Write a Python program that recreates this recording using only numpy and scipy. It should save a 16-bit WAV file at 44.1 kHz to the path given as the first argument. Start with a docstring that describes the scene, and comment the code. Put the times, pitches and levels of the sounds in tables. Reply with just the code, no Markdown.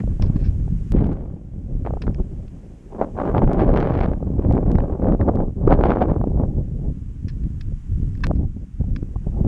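"""Rocky ridge, gusty wind: a hiker turns with a small camera at arm's length.
Eddies buffet the microphone port: half-octave noise and shared pops rumble, and rasp as gusts tear.
Slaps and a late soft scuff swell in the same bands; thumps are pressure lobes, ticks decaying steps.
A pole tip and boots tap and crunch on gritty rock: scratchy noise through rock resonances.
Faint coloured noise hisses behind, higher before 0.92 s, then lower on a set level curve."""
import sys
import numpy as np
from scipy import signal
from scipy.fft import rfft, irfft
from scipy.io import wavfile
from scipy.ndimage import uniform_filter1d

SR = 44100
rng = np.random.default_rng(int(sys.argv[2]) if len(sys.argv) > 2 else 0)


def magnitude_from_level(level_db):
    """Linear magnitude for a level in decibels (20 dB per decade)."""
    exponent = np.asarray(level_db, float) / 20
    return 10 ** exponent


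def materialize(psi):
    """Save the field psi as 16-bit PCM at rate SR to the path in sys.argv[1].

    A 1-D psi becomes a single channel; in a 2-D psi each row is a channel.
    """
    bounded = np.clip(np.atleast_2d(psi).T, -1, 1)
    quanta = np.round(bounded * 32767).astype(np.int16)
    wavfile.write(sys.argv[1], SR, quanta)


N = 417627

# slow wind on the port; tearing = how close the small eddies come to the force:
# (time [s], force [dB], tearing [dB])
WIND = [(0.0, -7.5, -25), (0.3, -21, -24), (0.905, -24, -42), (0.945, -14.5, -18.5), (1.12, -24.5, -14.5),
        (1.28, -28.5, -17), (1.45, -34, -25.5), (1.77, -22.5, -34), (1.9, -23, -21.5), (2.32, -30, -23.5),
        (2.89, -42.5, -14.5), (2.93, -41.5, -2), (3.17, -32, 2.5), (3.33, -23, -2.5), (3.5, -18, -6),
        (3.74, -11, -10), (3.77, -22.5, 4), (4.06, -23, -11.5), (4.1, -21, -10.5), (4.27, -25, -21),
        (4.53, -13.5, -14), (4.85, -24, -7.5), (5.43, -19, -8.5), (5.54, -30.5, -26), (5.65, -16.5, -10),
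        (5.69, -15.5, -5.5), (5.93, -25, -2.5), (6.2, -20.5, -15.5), (6.5, -20, -25), (6.88, -34, -30),
        (6.96, -30.5, -38), (8.17, -25, -42.5), (8.28, -17, -20), (8.5, -30, -51), (8.72, -39, -43.5),
        (8.9, -22, -29.5), (9.25, -30, -36.5), (9.47, -17, -18)]
# brief puffs (+) and lulls (-) laid on the slow wind:
# (peak time [s], length [s], force change [dB], tearing change [dB])
PUFFS = [(0.07, 0.085, -10, -21), (0.168, 0.09, -11, -11), (0.227, 0.0094, 3, 10), (0.733, 0.029, 12.5, -2),
         (1.08, 0.093, 8, -2.5), (1.705, 0.069, -0.5, 9.5), (1.883, 0.025, -9, 19), (1.997, 0.02, -10, -6),
         (2.091, 0.069, 8.5, 1), (2.2, 0.048, 10.5, 3.5), (2.963, 0.098, 5, 7.5), (3.031, 0.055, 6, 14.5),
         (3.138, 0.049, 3, -26), (3.233, 0.2, -1, 9), (3.375, 0.021, 3, 7), (3.434, 0.019, 9, 2.5),
         (3.465, 0.048, 3.5, -14.5), (3.595, 0.042, -5, 3), (3.622, 0.042, -2.5, 9.5),
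         (3.801, 0.026, 5.5, -8.5), (3.857, 0.039, 0.5, -3), (4.029, 0.083, 0.5, 10.5),
         (4.189, 0.022, -12, 1.5), (4.276, 0.03, 9.5, 4), (4.567, 0.038, -2.5, 8),
         (4.648, 0.011, -6, -20.5), (4.785, 0.1, 7.5, -5.5), (4.434, 0.032, -8.5, 13.5),
         (4.929, 0.025, -1.5, 8), (4.993, 0.076, -7, -3.5), (5.083, 0.13, 9, -0.5), (5.185, 0.039, -7, -5),
         (5.219, 0.033, 8.5, -3), (5.291, 0.028, 1.5, 10), (5.729, 0.056, 3.5, 12),
         (5.785, 0.049, 3.5, -2.5), (5.909, 0.054, 3, 7.5), (6.025, 0.036, 5, 10.5),
         (5.855, 0.041, 3, 10.5), (5.866, 0.012, 1, -6), (6.099, 0.063, 4.5, 3), (6.138, 0.046, -4.5, 11),
         (6.423, 0.093, 2, 17), (6.595, 0.055, 7, 5.5), (6.765, 0.1, 8.5, -3), (6.879, 0.13, 10, 11),
         (7.258, 0.033, 10, 4), (7.724, 0.047, 9.5, 11), (7.436, 0.16, 7, -0.5), (7.816, 0.15, -7, -11),
         (8.022, 0.26, 5.5, -1.5), (8.305, 0.033, 2.5, 7.5), (8.439, 0.11, 6.5, 18), (8.572, 0.023, 9, 14),
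         (8.632, 0.06, 6.5, 23.5), (8.811, 0.027, 14.5, 16), (8.949, 0.052, 4, -8.5),
         (9.029, 0.0082, 18, 16.5), (9.078, 0.09, -5.5, 1), (9.137, 0.028, -4, 16),
         (9.273, 0.031, 11.5, 11.5), (9.37, 0.12, 2.5, 7.5)]
# how squarely the port faces the wind as the arm turns: (time [s], lift of the smallest eddies [dB])
BITE = [(0, 32), (.9, 2), (.95, 18), (1.05, 14), (1.35, 11), (1.8, 11), (3.1, -17), (3.5, 3), (4.1, 6),
        (4.25, 4.5), (5.5, -12.5), (5.8, -4.5), (5.95, 2), (6.08, -3.5), (6.4, -15), (9.47, -10.5)]
# eddy sizes: (centre [Hz])
EDDY_HZ = [40, 100, 200, 630, 1100, 1900]
# a half octave's share of the force, per eddy size: (level [dB])
EDDY_SHARE_DB = [-8, -8.5, -7, -8, -19.5, -31]
# burstiness per eddy size: (scale of the level swings [dB])
EDDY_BURST_DB = [1.299, 2.1, 3.0, 3.501, 3.6, 4.5]
# gain with tearing, per eddy size: (slope [dB per dB])
EDDY_TEAR_DB_PER_DB = [-0.034, -0.022, 0.18, 0.96, 1.26, 1.61]
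# short low bursts: wind slaps on the port, and a soft scuff from 9.24 to 9.39 s:
# (time [s], peak [dB], treble over peak [dB])
SLAPS_AND_SCUFF = [(.035, -23, -62), (0.074, -18.5, -70), (.196, -23, -46), (.241, -26, -56),
                   (0.296, -23, -53), (0.362, -24, -43), (0.677, -23.5, -68), (.935, -24, -28),
                   (1.04, -24, -14), (1.055, -27, -21), (1.09, -26, -46), (1.849, -14, -30),
                   (1.861, -9.5, -28), (1.87, -10.5, -33), (1.904, -9.5, -66), (1.935, -14.5, -55),
                   (1.968, -18, -58), (2.036, -16, -44), (2.066, -19, -21), (2.076, -13.5, -34),
                   (2.187, -27, -35), (2.96, -25, -47), (2.99, -25, -45), (3.012, -13.5, -37),
                   (3.021, -10, -39), (3.043, -17.5, -32), (3.165, -25, -48), (3.186, -9.5, -46),
                   (3.198, -8, -34), (3.251, -24, -23), (3.274, -16, -29), (3.289, -26, -29),
                   (3.346, -6.5, -42), (3.366, -17, -39), (3.378, -6, -27), (3.417, -6, -42),
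                   (3.44, -11, -36), (3.474, -15.5, -30.5), (3.513, -9.5, -35.5), (3.543, -15, -30),
                   (3.592, -10, -27.5), (3.614, -12.5, -24), (3.635, -19, -30), (3.645, -20, -24),
                   (3.675, -12, -32), (3.689, -12.5, -27), (3.737, -9, -26), (3.759, -15, -16),
                   (3.771, -8.5, -17.5), (3.8, -18.5, -12.5), (3.808, -15, -18), (3.824, -16.5, -21),
                   (3.898, -13.5, -37), (3.919, -21.5, -20), (3.937, -21, -19.5), (3.95, -20, -19),
                   (3.974, -26, -14), (3.99, -27, -12), (4.003, -24.5, -10.5), (4.03, -17, -18.5),
                   (4.042, -25, -19), (4.057, -18.5, -21), (4.096, -28, -33), (4.132, -17, -30),
                   (4.225, -17, -71), (4.447, -20.5, -27), (4.51, -15, -47), (4.566, -11.5, -42),
                   (4.701, -12, -46), (4.752, -11, -30), (4.783, -3, -40), (4.802, -15.5, -26),
                   (5.018, -19, -32), (5.042, -15, -33), (5.067, -26, -31), (5.208, -17, -28),
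                   (5.12, -14.5, -29), (5.084, -21, -23), (5.147, -22, -25), (5.285, -9.5, -45),
                   (5.369, -16, -46), (5.402, -22.5, -26.5), (5.676, -8.5, -50), (5.705, -11, -27),
                   (5.723, -10, -20), (5.736, -16, -19), (5.808, -8.5, -25.5), (5.835, -5, -24),
                   (5.854, -13, -17), (5.903, -7, -24.5), (5.916, -0.5, -29.5), (5.893, -15, -26),
                   (5.95, -12, -42), (5.968, -8, -37), (6.011, -17, -34), (6.034, -17.5, -26.5),
                   (6.097, -17, -51), (6.16, -10.5, -62), (6.211, -13, -53), (6.238, -9.5, -62),
                   (6.271, -23.5, -32), (6.316, -22, -55), (6.351, -31, -51), (6.396, -26.5, -45),
                   (6.411, -26, -48), (6.433, -16, -53), (8.31, -9.5, -65), (8.801, -33, -59),
                   (8.838, -30, -64), (9.026, -19.5, -65), (9.158, -18.5, -60), (9.243, -36.5, -50),
                   (9.267, -42, -50), (9.282, -30, -45), (9.32, -36, -50), (9.342, -26, -61),
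                   (9.386, -24, -56), (9.447, -12.5, -61)]
# single eddies that push (+) or suck (-) the diaphragm once:
# (time [s], lobe pressure [full scale], half-height width of the lobe [s])
THUMPS = [(0.24, -0.34, 0.0071), (0.301, 0.93, 0.0025), (0.361, 0.96, 0.0022), (0.4889, -0.75, 0.0048),
          (0.6126, -0.39, 0.0066), (0.726, -0.62, 0.0033), (0.9502, -1.3, 0.0016), (2.0805, 0.47, 0.0015),
          (3.5769, -0.53, 0.0016), (4.304, 0.49, 0.0015), (4.588, -0.67, 0.00091), (4.927, -0.51, 0.0059),
          (5.088, -0.19, 0.0017), (5.149, -0.85, 0.0011), (5.403, -0.6, 0.00081), (5.6766, -1.26, 0.00092),
          (6.0998, -0.07, 0.00077), (6.2734, -0.73, 0.0013), (6.8847, 0.48, 0.0038), (8.3129, 0.74, 0.0022),
          (8.813, -0.3, 0.0081), (9.1637, 0.46, 0.005), (9.413, 0.82, 0.0028)]
# sharp ticks: (time [s], treble peak [dB], low-pass corner [Hz])
TICKS = [(0.921, -29.5, 11700), (.946, -48, 7000), (1.069, -42, 8000), (1.131, -45, 8060),
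         (2.0915, -51, 8000), (3.5329, -32, 8060), (4.526, -36, 7460), (4.556, -44.5, 7000),
         (4.717, -32.5, 7750), (5.3567, -39, 7560), (5.676, -33, 8200), (5.7335, -39.5, 8030),
         (8.269, -24.5, 7960)]
# pole tip and boot on rock:
# (time [s], push [dB], contact [s], grit over push [dB], brightness [dB per octave])
TAPS = [(.222, -26, 0.00088, -13.5, 5), (0.237, -58, 0.037, -18, 6), (0.353, -48.5, 0.016, -8, -3.5),
        (0.383, -53.5, 0.061, -13, -2.5), (0.435, -49, 0.043, -8, 0), (2.018, -32.5, 0.0035, -2, -1),
        (2.145, -37, 0.00084, -28, 0.5), (2.48, -47, 0.0013, -20, -2), (4.7544, -33, 0.0011, -21, -11),
        (4.784, -30.5, 0.00097, -26, -14), (4.802, -34, 0.00079, -23, -17),
        (5.211, -35.5, 0.0011, -14.5, -22), (7.28, -51, 0.0096, 15, 2), (7.292, -49, 0.0093, -11, -1),
        (7.436, -50, 0.0017, -20, 0), (7.607, -38, 0.0059, -8, 2.5), (8.151, -47, 0.002, -16, -3),
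        (8.174, -48, 0.0024, -34, -3), (8.205, -47, 0.0016, -7, -2), (8.236, -21.5, 0.0057, -7, -4.5),
        (8.348, -59, 0.018, 2, -1), (8.9606, -26.5, 0.002, -24, -1), (8.9667, -46, 0.001, -18, 8)]
# resonances of tip and rock: (centre [Hz], width [Hz], gain [dB])
ROCK = [(1166, 300, 1), (1660, 350, 5.5), (2440, 440, 2.5), (3340, 720, -3.5), (4210, 280, -0.5),
        (4920, 900, -2.5), (7160, 1800, -34)]
# background hiss in the 6-9 kHz band, stepping down near 0.92 s: (time [s], level [dB])
HISS = [(0, -70.5), (.5, -72), (.915, -70.5), (.93, -78.5), (1.4, -80.5), (1.9, -75.5), (2.6, -74),
        (3.3, -73.5), (3.6, -76.5), (4.3, -77), (5.5, -78), (6.2, -77), (7, -75.5), (8.1, -72.5),
        (8.4, -77), (9.47, -73.5)]
# hiss spectrum: (frequency [Hz], relative density [dB])
HISS_COLOUR = [(300, 10.5), (800, 20), (1600, 17.5), (3000, 12.5), (4200, 4), (5500, 8.5), (7000, 10),
               (9000, 5), (12000, -5), (15000, -35.5)]

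PUFF_RISE_SHARE = 0.61  # of a puff's length
RASP_FALL_DB_PER_OCT = -16  # above the smallest eddies
BAND_FLICKER_DB = 1.3  # each half octave's own wavering
POPS_PER_S, POP_SCATTER_DB = 400, 3.2
POP_SHARE, POP_FULL_HZ = 0.75, 400  # pops' share of the power, at its most from this band up
POP_FADE_DB = 24  # pops die out as tearing falls this far below 0 dB
BURST_HZ, BURST_TREBLE_HZ, BURST_UNIT_S = 870, 3000, 0.004
BURST_CREST_UNITS = 0.75  # crest delay in BURST_UNIT_S
BURST_SHARE_DB = -17  # a half octave's share of a burst's peak, at BURST_HZ
BURST_POP_DB = 7  # a burst's own pop over the smallest chance pop
BURST_BASS_DB_PER_OCT, BURST_DULL_BASS = 2.5, 0.12  # slope below BURST_HZ; its loss per dB of dullness
STRAYS, STRAY_SCATTER_DB = 70, 2
STRAY_TREBLE_DB, STRAY_TREBLE_SPREAD_DB = -31, 8  # at 0 dB tearing; spread is +/-
STRAY_TEAR_DB_PER_DB = 0.52  # treble gained with tearing
THUMP_REBOUND = 2.8  # width of the opposite swing over that of the lobe
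TICK_STEP_DB = 8.5  # step height over treble peak
GRIT_T60_S = 0.08
ROCK_SCATTER = 0.04  # +/- share of each ring pitch, drawn per contact


def curve(table):
    """Columns of a table joined by straight lines, one value a sample."""
    s, *columns = np.transpose(table)
    return np.array([np.interp(np.arange(N) / SR, s, c) for c in columns])


def lowpass(x, hz, order):
    """Butterworth low-pass."""
    return signal.sosfilt(signal.butter(order, hz, fs=SR, output="sos"), x)


def band(x, hz, width_hz, order=3):
    """Band-pass of a given width, centred geometrically near hz."""
    middle = np.sqrt(hz ** 2 + width_hz ** 2 / 4)
    edges = [middle - width_hz / 2, middle + width_hz / 2]
    return signal.sosfilt(signal.butter(order, edges, "bandpass", fs=SR, output="sos"), x)


def walk(rate_hz):
    """Random levels held 1 / rate_hz and slewed twice; spread near 1."""
    k = int(SR / rate_hz)
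    held = np.repeat(rng.standard_normal(N // k + 1), k)
    return 1.3 * uniform_filter1d(uniform_filter1d(held, k), k)[:N]


def spikes(s, size):
    """Impulses of the given sizes at the given times."""
    return np.bincount(np.round(s * SR).astype(int), size, N)[:N]


def flow():
    """Force and tearing of the wind: the slow curve with every puff and lull laid on it."""
    t, out = np.arange(N) / SR, curve(WIND)
    for s, length_s, force_db, tear_db in PUFFS:
        near = slice(max(int((s - 0.4) * SR), 0), int((s + 0.4) * SR))
        share = np.where(t[near] < s, PUFF_RISE_SHARE, 1 - PUFF_RISE_SHARE)
        side_s = share * max(length_s, 0.01)
        out[:, near] += np.outer([force_db, tear_db], np.exp(-((t[near] - s) / side_s) ** 2))
    return out


def strays(force_db, tear_db):
    """Further slaps at random times, scaled to the small eddies, brighter as the flow tears."""
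    chance = rng.random((STRAYS, 3))
    at = (chance[:, 0] * (N - 1)).astype(int)
    peak_db = force_db[at] + tear_db[at] - STRAY_SCATTER_DB * np.log(1 - chance[:, 1])
    treble_db = STRAY_TREBLE_DB + STRAY_TEAR_DB_PER_DB * tear_db[at]
    treble_db = treble_db + STRAY_TREBLE_SPREAD_DB * (2 * chance[:, 2] - 1)
    return np.c_[at / SR, peak_db, treble_db]


def eddy_pops(burst_s):
    """Tiny eddies burst as sharp pops at random; every listed or stray burst adds one at its crest."""
    size = magnitude_from_level(POP_SCATTER_DB * rng.exponential(size=N))
    pops = (rng.random(N) < POPS_PER_S / SR) * size * rng.choice([-1, -1, 1], N)
    crest_s = burst_s + BURST_CREST_UNITS * BURST_UNIT_S
    return pops - spikes(crest_s, np.full(len(burst_s), magnitude_from_level(BURST_POP_DB)))


def eddies(hz, pops, tear_db):
    """A half octave of fresh noise plus pops, each scaled to rms 1 before mixing by power share."""
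    smooth = band(rng.standard_normal(N), hz, hz / 3)
    # forward and backward: pops stay in step across bands, hence sharp
    sharp = band(pops, hz, hz / 2.5, order=2)
    sharp = band(sharp[::-1], hz, hz / 2.5, order=2)[::-1]
    share = POP_SHARE * np.clip(1 + tear_db / POP_FADE_DB, 0, 1) * min(hz / POP_FULL_HZ, 1)
    return np.sqrt(1 - share) * smooth / smooth.std() + np.sqrt(share) * sharp / sharp.std()


def burst_levels(hz, s, peak_db, treble_db):
    """Slap and scuff envelopes in one half octave: one treble slope; dull ones lean on the rumble."""
    octaves = np.log2(hz / BURST_HZ)
    if octaves > 0:
        slope_db = treble_db / np.log2(BURST_TREBLE_HZ / BURST_HZ)
    else:
        slope_db = BURST_BASS_DB_PER_OCT + BURST_DULL_BASS * np.minimum(treble_db + 30.5, 0)
    t = np.arange(int(8 * BURST_UNIT_S * SR)) / SR / BURST_UNIT_S
    shape = np.exp(-((t - BURST_CREST_UNITS) / 0.53) ** 2)
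    shape = shape + 0.043 * np.exp(-((t - 1.5) / 0.26) ** 2)  # weak after-bump
    return signal.oaconvolve(spikes(s, magnitude_from_level(peak_db + BURST_SHARE_DB + slope_db * octaves)), shape)[:N]


def wind_and_scuff():
    """Each eddy size fills its half octaves, burstier when smaller; slaps and scuff swell the bands."""
    force_db, tear_db = flow()
    size_db = force_db + np.outer(EDDY_TEAR_DB_PER_DB, tear_db)
    size_db[-2:] += np.outer([0.3, 1], curve(BITE)[0])
    swings = 0.22 * walk(50) + 0.65 * walk(160) + 0.75 * walk(400)
    s, peak_db, treble_db = np.vstack([SLAPS_AND_SCUFF, strays(force_db, tear_db)]).T
    pops = eddy_pops(s)
    sizes, out = range(len(EDDY_HZ)), np.zeros(N)
    for hz in 22 * 2 ** np.arange(0, 8.6, 0.5):
        # fractional position among the eddy sizes
        place = np.interp(np.log(hz), np.log(EDDY_HZ), sizes)
        low = min(int(place), len(sizes) - 2)
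        db = size_db[low] + (place - low) * (size_db[low + 1] - size_db[low])
        db = db + np.interp(place, sizes, EDDY_SHARE_DB)
        db = db + RASP_FALL_DB_PER_OCT * max(np.log2(hz / EDDY_HZ[-1]), 0)
        db = db + np.interp(place, sizes, EDDY_BURST_DB) * swings
        db = db + BAND_FLICKER_DB * walk(min(hz / 4, 30))
        bursts = burst_levels(hz, s, peak_db, treble_db)
        out += eddies(hz, pops, tear_db) * np.hypot(magnitude_from_level(db), bursts)
    return lowpass(out, 5500, 4)  # the narrow port passes little above its corner


def hiss():
    """Steady background hiss: coloured noise on a set level curve, higher before 0.92 s."""
    hz, db = np.transpose(HISS_COLOUR)
    f = np.fft.rfftfreq(N + 1, 1 / SR) + 1
    colour = magnitude_from_level(np.interp(np.log(f), np.log(hz), db, left=-40, right=-60))
    x = irfft(rfft(rng.standard_normal(N + 1)) * colour, N + 1)[:N]
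    x = x / band(x, 7500, 3000).std()  # rms 1 in the 6-9 kHz band
    return magnitude_from_level(curve(HISS)[0]) * x


def taps():
    """A short scratchy contact, then grit that settles, both ringing tip and rock."""
    out = np.zeros(N)
    t = np.arange(int(0.2 * SR)) / SR
    for s, push_db, contact_s, grit_db, bright_db in TAPS:
        noise = rng.standard_normal(len(t))
        rough_db = 2.0 * rng.standard_normal(len(t) // 40 + 1).repeat(40)[:len(t)]
        spot = 1 + ROCK_SCATTER * rng.uniform(-1, 1, len(ROCK))
        u = t / max(contact_s, 1e-4)
        contact = np.sqrt(u) * np.exp(1 - u ** 2)
        grit = magnitude_from_level(grit_db - 60 * t / GRIT_T60_S) * np.minimum(u * 2, 1)
        scratch = (contact + grit) * noise * magnitude_from_level(rough_db)
        ring = np.zeros(len(t))
        for (hz, width_hz, gain_db), k in zip(ROCK, spot):
            mode_db = gain_db + bright_db * np.log2(hz / ROCK[2][0])
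            ring += magnitude_from_level(mode_db) * band(scratch, hz * k, width_hz, order=2)
        out[int(s * SR):][:len(t)] += magnitude_from_level(push_db) * ring
    return out


def thumps():
    """One lobe of pressure inside a wide, weak swing the other way."""
    out, t = np.zeros(N), np.arange(-1500, 1500) / SR
    for s, pressure, width_s in THUMPS:
        u = (2 * t / max(width_s, 5e-4)) ** 2 * np.log(2)
        rebound = np.exp(-u / THUMP_REBOUND ** 2) / THUMP_REBOUND
        out[int(s * SR) - 1500:][:len(t)] += pressure * (np.exp(-u) - rebound)
    return out


def ticks():
    """Sharp ticks: a downward step in the signal that decays exponentially, low-passed."""
    out, t = np.zeros(N), np.arange(int(0.03 * SR)) / SR
    for s, peak_db, top_hz in TICKS:
        step = magnitude_from_level(peak_db + TICK_STEP_DB) * np.exp(-t / 0.0026)
        out[int(s * SR):][:len(t)] -= lowpass(step, top_hz, 2)
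    return out


def scene():
    """Wind on the port, taps and ticks, hiss behind; one channel."""
    return (wind_and_scuff() + thumps() + ticks() + taps() + hiss())[None]


def top_cut(x):
    """Nothing passes above the cut-off."""
    return signal.sosfilt(signal.butter(12, 15050, fs=SR, output="sos"), x)


def record(dry):
    """The camera drops the deepest bass and rounds the loudest peaks."""
    x = signal.sosfilt(signal.butter(2, 20, "highpass", fs=SR, output="sos"), dry)
    x = np.tanh(1.05 * x) / 1.05
    x = x * np.minimum(np.arange(N)[::-1] / (0.002 * SR), 1)  # 2 ms fade-out: no click
    return top_cut(x)


dry = scene()
out = record(dry)
materialize(out)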